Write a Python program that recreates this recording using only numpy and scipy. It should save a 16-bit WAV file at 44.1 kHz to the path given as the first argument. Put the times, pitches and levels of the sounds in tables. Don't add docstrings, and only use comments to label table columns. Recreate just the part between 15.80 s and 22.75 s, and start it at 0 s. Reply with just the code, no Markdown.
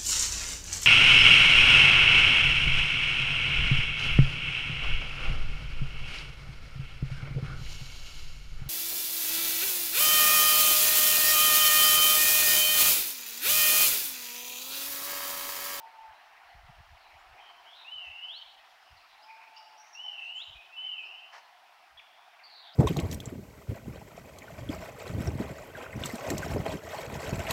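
import sys
import numpy as np
from scipy import signal
from scipy.fft import rfft, irfft, next_fast_len
from scipy.io import wavfile

SR = 44100
rng = np.random.default_rng(int(sys.argv[2]) if len(sys.argv) > 2 else 0)


def file_out(sig):
    cols = np.atleast_2d(sig).T
    lim = np.clip(cols, -1, 1)
    pcm = np.round(lim * 32767).astype(np.int16)
    wavfile.write(sys.argv[1], SR, pcm)


N = 306495
TIME = np.arange(N) / SR


def whistler():
    # t/s, length/s, opening f/Hz, dip delay/s, dip f/Hz, flick rise/s, crest/dB, shoulder/dB, tip/dB
    whistles = [ (2.045, 0.56, 2493, 0.25, 2644, .128, -43, -41.5, -55.5),
                (4.148, 0.4986, 2650, 0.28, 2670, .092, -41.5, -39, -53.5),
                (4.964, 0.446, 2950, .272, 2545, 0.11, -34, -47.5, -60)]
    song = sum(swoop(*row) for row in whistles)
    return song + scatter(song, t60=0.89, wet_db=-2.0, tree_s=0.14, tree_width_s=0.035,
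                          tree_share=0.21, sway=1.48, dull_hz=3890)


def swoop(s, length, opening_hz, dip_s, dip_hz, flick_s, crest_db, shoulder_db, tip_db):
    crest_hz, shoulder_hz, top_hz = 3040, 3036, 4450
    throb_hz, throb_depth_hz, sag_hz = 103.2, 83, 129
    crest, dip, shoulder, end = s + .1, s + dip_s, s + .42, s + length
    flick = np.sin(np.pi / 2 * progress(shoulder, shoulder + flick_s) ** 2)
    hz = (opening_hz + (crest_hz - opening_hz) * np.sin(np.pi / 2 * progress(s, crest))
          + (dip_hz - crest_hz) * np.sin(np.pi / 2 * progress(crest, dip)) ** 1.5
          + (shoulder_hz - dip_hz) * progress(dip, shoulder) ** 1.3
          + (top_hz - shoulder_hz) * flick)
    roughness = np.tanh((np.maximum.accumulate(hz) - hz) / sag_hz)
    throb = roughness * np.sin(phase_of(throb_hz * (1 + 0.0497 * drift(26.4))))
    effort_db = crest_db + (shoulder_db - crest_db) * progress(crest, shoulder)
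    effort_db += (tip_db - shoulder_db) * flick
    fades_db = 12.5 * (1 - progress(s, crest) + progress(end - 0.038, end) ** 2)
    db = effort_db - fades_db - 7.5 * roughness + 1.5 * throb
    return tone(hz + throb_depth_hz * throb, db, s, end, waver=0.00415, flutter_db=3.0, octave_db=-54)


def small_birds():
    # t/s, length/s, start f/Hz, end f/Hz, level/dB, buzz depth/Hz
    far_calls = [ (1.575, 0.032, 2376, 2370, -54, 200), (1.58, 0.16, 3115, 3080, -57, 106),
                 (1.84, .13, 2887, 3700, -55, 120), (1.94, 0.11, 3927, 3786, -55.5, 212),
                 (2.97, .19, 5200, 5150, -75, 218), (3.165, 0.025, 4920, 3940, -61.5, 150),
                 (3.28, 0.077, 3930, 4040, -67.5, 120), (3.42, .031, 4660, 5460, -58.5, 130),
                 (3.48, 0.046, 2358, 2400, -51, 170), (3.56, 0.149, 2330, 2464, -59, 230),
                 (3.76, 0.03, 4900, 5270, -52.5, 260), (3.76, 0.031, 2725, 3010, -53.5, 132),
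                 (3.97, 0.053, 5730, 5730, -58.5, 120), (3.97, 0.22, 6170, 6120, -71, 280),
                 (4.125, 0.046, 5790, 5450, -53, 150), (4.35, 0.22, 8200, 7640, -82, 130),
                 (4.545, 0.063, 7340, 6700, -65.5, 320), (4.735, 0.12, 2496, 2560, -54, 55),
                 (4.905, 0.15, 2670, 2710, -50, 49.7), (5.02, 0.051, 2050, 2290, -60, 60),
                 (5.24, 0.043, 5100, 5240, -65.5, 280), (6.585, 0.028, 2350, 2350, -56, 284),
                 (6.628, 0.057, 4510, 4460, -52, 220), (6.68, 0.15, 4340, 3896, -54.5, 272),
                 (6.8, .14, 3856, 3360, -55, 302), (6.93, 0.03, 4770, 5030, -58, 180)]
    chip_strokes = [(6.17, 0.03, 3350, 3373, -51.5, 90), (6.191, 0.0142, 3220, 2265, -50, 260)]
    far = chirps(far_calls, buzz_hz=109.5, rough=0.566)
    close = chirps(chip_strokes, buzz_hz=160, rough=0.67)
    echoes = scatter(far + from_db(-1.5) * close, t60=0.78, wet_db=-1.5, tree_s=0.11,
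                     tree_width_s=0.018, tree_share=0.062, sway=1.83, dull_hz=7900)
    return from_db(-2.5) * far + close + echoes


def chirps(rows, buzz_hz, rough):
    out = np.zeros(N + SR)
    for s, length, start_hz, end_hz, db, depth_hz in rows:
        size, at = int(length * SR), int(s * SR)
        trill = np.sin(phase_of(buzz_hz * (1 + .2 * drift(30.5, size)))) + rough * drift(250, size)
        hz = np.linspace(start_hz, end_hz, size) + depth_hz * trill
        envelope = from_db(db) * np.sqrt(2) * signal.windows.tukey(size, .5)
        out[at:at + size] += envelope * np.sin(phase_of(hz))
    return out[:N]


def chorus(count, level_db):
    when, length, pitch, glide, strength = rng.random((count, 5)).T
    hz = 1900 * 2 ** (1.9 * pitch)
    end_hz = hz * (1 + .3 * (glide - .5))
    db = level_db - 13 * pitch + 4 * strength
    rows = np.transpose([when * (N / SR - .1), 0.027 + .07 * length, hz, end_hz, db, .05 * hz])
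    song = chirps(rows, buzz_hz=89.0, rough=0.64)
    return 0.72 * song + scatter(song, t60=0.62, wet_db=2, tree_s=0.15, tree_width_s=0.022,
                                 tree_share=0.19, sway=1.3, dull_hz=5900)


def far_cries():
    # t/s, f/Hz, level/dB
    contours = [
        [(0, 893, -49), (.04, 900, -50), (.128, 900, -60.5), (.155, 894, -51), (.29, 883, -50), (.37, 852, -66)],
        [(3.36, 808, -67), (3.45, 865, -63.5), (3.51, 892.6, -51.5), (3.66, 896, -61), (3.8, 873, -59),
         (3.99, 863, -58), (4.19, 829.5, -73), (4.26, 835, -58), (4.46, 794, -66.5)],
    ]
    cries = sum(tone(*in_time(rows), rows[0][0], rows[-1][0], waver=0.0046, flutter_db=2.0, octave_db=-34)
                for rows in contours)
    return cries + scatter(cries, t60=.5, wet_db=-12, tree_s=.12, tree_width_s=.04,
                           tree_share=.2, sway=1.2, dull_hz=2000)


def wind():
    # t/s, level/dB
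    breeze = [(0, -86), (.55, -85), (.8, -69), (1.5, -76), (1.9, -96), (2.5, -84), (3.2, -90), (3.45, -103),
              (4.3, -108), (4.6, -85), (5.0, -109), (6.95, -106)]
    # t/s, level/dB, half-length/s
    puffs = [(0.298, -64, 0.023), (0.759, -50, 0.012), (0.794, -56, .016), (0.842, -54, .016),
             (0.896, -47.5, 0.0084), (0.997, -46.5, .013), (1.121, -52.5, 0.031), (1.355, -58, 0.019),
             (1.517, -60, 0.028), (2.165, -69, 0.026), (2.292, -59, .03), (3.121, -53.5, 0.014),
             (3.16, -67, .024), (4.697, -57.5, 0.019), (4.76, -54, .019), (6.148, -69.5, 0.042)]
    breeze_db, = in_time(breeze)
    lumps = from_db(breeze_db + 4.6 * drift(18))
    out = lumps * noise([(15, 0.5), (40, 5.5), (85, -6), (150, -16), (260, -32), (600, -71)])
    for (s, db, width), turn in zip(puffs, rng.random(len(puffs))):
        near = np.abs(TIME - s) < 4 * width
        t = TIME[near] - s
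        swing_hz = 78.8 * (0.0202 / width) ** 0.23
        wobble = 1 + 0.59 * np.tanh(drift(70, len(t)))
        swing = np.cos(2 * np.pi * turn + phase_of(swing_hz * wobble))
        push = .25 * np.sign(turn - .5)
        out[near] += from_db(db) * np.exp(-(t / width) ** 2) * (swing + push)
    return signal.sosfilt(signal.butter(4, [18, 200], "band", fs=SR, output="sos"), out)


def walker():
    # t/s, level/dB, half-length/s, low-pass f/Hz
    steps = [(1.632, -57, 0.061, 2500), (4.993, -64.5, 0.027, 2500), (5.299, -58.5, 0.049, 2200),
             (5.541, -51.5, 0.01, 9100), (5.572, -51.5, 0.021, 9200), (5.63, -60.5, 0.088, 4000),
             (5.934, -60.5, 0.027, 1230)]
    # f/Hz, relative level/dB
    scuff = [(200, -57), (400, -21.5), (700, 0.5), (1000, 6), (1400, -4.5), (2000, -3), (3500, -16),
             (5500, -11), (8000, -27.5), (15000, -33)]
    # t/s, level/dB, half-length/s
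    clothes = [(1.63, -83, 0.31), (4.71, -86.5, 0.18), (5.28, -76, 0.058)]
    swish = noise(scuff) * from_db(0.77 * drift(120))
    shoes = np.zeros(N)
    for s, db, width, dull_hz in steps:
        shoes += swell(s, db, width) * signal.lfilter(*signal.butter(1, dull_hz, fs=SR), swish)
    rustle = from_db(-93) + sum(swell(*row) for row in clothes)
    cloth = noise([(150, -27), (290, -9.5), (370, 3.0), (450, -1.0), (700, -13), (2000, -50)])
    return shoes + rustle * cloth


def valley():
    # t/s, level/dB
    rush_ride = [(0, -56.5), (.6, -56), (1.15, -58), (1.64, -56), (2.75, -60), (3.7, -59), (4.1, -59.5),
                 (6.3, -60), (6.95, -57.5)]
    # f/Hz, relative level/dB
    rush_colour = [(60, -50), (200, -28.5), (330, -20), (480, -18), (580, -9), (700, 5.5), (900, 2.5),
                   (1200, -2), (2000, -4), (2800, -6), (3600, -16), (6000, -48.5)]
    leaf_colour = [(1500, -18), (3000, 2), (4200, 2), (5400, 0), (6300, -8), (8000, -15.5), (12000, -21)]
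    rush_db, = in_time(rush_ride)
    leaf_db = -70.5 + 2.5 * np.exp(-((TIME - 3.2) / 2.6) ** 2)
    rush = from_db(rush_db + 0.18 * drift(1.5)) * patchy(noise(rush_colour), patch_db=2.5)
    leaves = from_db(leaf_db + .6 * drift(27)) * noise(leaf_colour)
    return rush + leaves


def patchy(x, patch_db):
    size = next_fast_len(N)
    bin_hz = np.arange(size // 2 + 1) * SR / size
    thirds = np.clip(3 * np.log2((bin_hz + 1) / 500), 0, 9)
    spectrum = rfft(x, size)
    bands = (irfft(spectrum * np.maximum(1 - np.abs(thirds - k), 0), size)[:N] for k in range(10))
    return sum(band * from_db(patch_db * drift(17.7)) for band in bands)


def scatter(x, t60, wet_db, tree_s, tree_width_s, tree_share, sway, dull_hz):
    t = np.arange(int(1.5 * SR)) / SR
    near = from_db(-60 * t / t60) * (1 - np.exp(-t / 0.002))
    trees = tree_share * np.exp(-((t - tree_s) / tree_width_s) ** 2)
    paths = (near + trees) * rng.standard_normal((3, len(t)))
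    echoes = signal.fftconvolve(x[None], paths / np.linalg.norm(paths), axes=1)[:, :N]
    out = sum(echo * np.sqrt(2) * np.cos(2 * np.pi * rng.random() + sway * drift(14.0))
              for echo in echoes)
    return from_db(wet_db) * signal.sosfilt(signal.butter(4, dull_hz, fs=SR, output="sos"), out)


def tone(hz, db, start, end, waver, flutter_db, octave_db):
    phase = phase_of(hz * (1 + waver * drift(65)))
    gate = np.sin(np.pi / 2 * np.clip(np.minimum(TIME - start, end - TIME) / 0.0021, 0, 1)) ** 2
    level = from_db(db + flutter_db * drift(35)) * gate
    return np.sqrt(2) * level * (np.sin(phase) + from_db(octave_db) * np.sin(2 * phase))


def noise(colour):
    hz, db = np.transpose(colour)
    size = next_fast_len(N)
    bin_hz = np.arange(size // 2 + 1) * SR / size
    gain = from_db(np.interp(np.log(bin_hz + 1), np.log(hz), db))
    return rms_one(irfft(rfft(rng.standard_normal(size)) * gain, size)[:N])


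def drift(rate_hz, size=N):
    pole = np.exp(-80 * np.pi * rate_hz / SR)
    jitter = rng.standard_normal(size // 40 + 4002)
    slow = signal.lfilter([1], [1, -2 * pole, pole * pole], jitter)[2000:]
    return np.interp(np.arange(size) / 40, np.arange(len(slow)), rms_one(slow))


def swell(s, db, width):
    return from_db(db) * np.exp(-.5 * ((TIME - s) / width) ** 2)


def progress(start, end):
    return np.clip((TIME - start) / (end - start), 0, 1)


def in_time(rows):
    s, *columns = np.transpose(rows)
    return [np.interp(TIME, s, column) for column in columns]


def phase_of(hz):
    return 2 * np.pi * np.cumsum(hz) / SR


def from_db(db):
    return 10 ** (np.asarray(db) / 20)


def rms_one(x):
    return x / np.sqrt(np.mean(x ** 2) + 1e-20)


def scene():
    birds = whistler() + small_birds() + chorus(count=70, level_db=-67.0)
    return (birds + far_cries() + valley() + wind() + walker())[None]


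def record(dry):
    hiss_db, cutoff_hz = -76, 15750
    hissing = dry + from_db(hiss_db) * rng.standard_normal(dry.shape)
    return signal.sosfilt(signal.ellip(12, .1, 80, cutoff_hz, fs=SR, output="sos"), hissing)


dry = scene()
out = record(dry)
file_out(out)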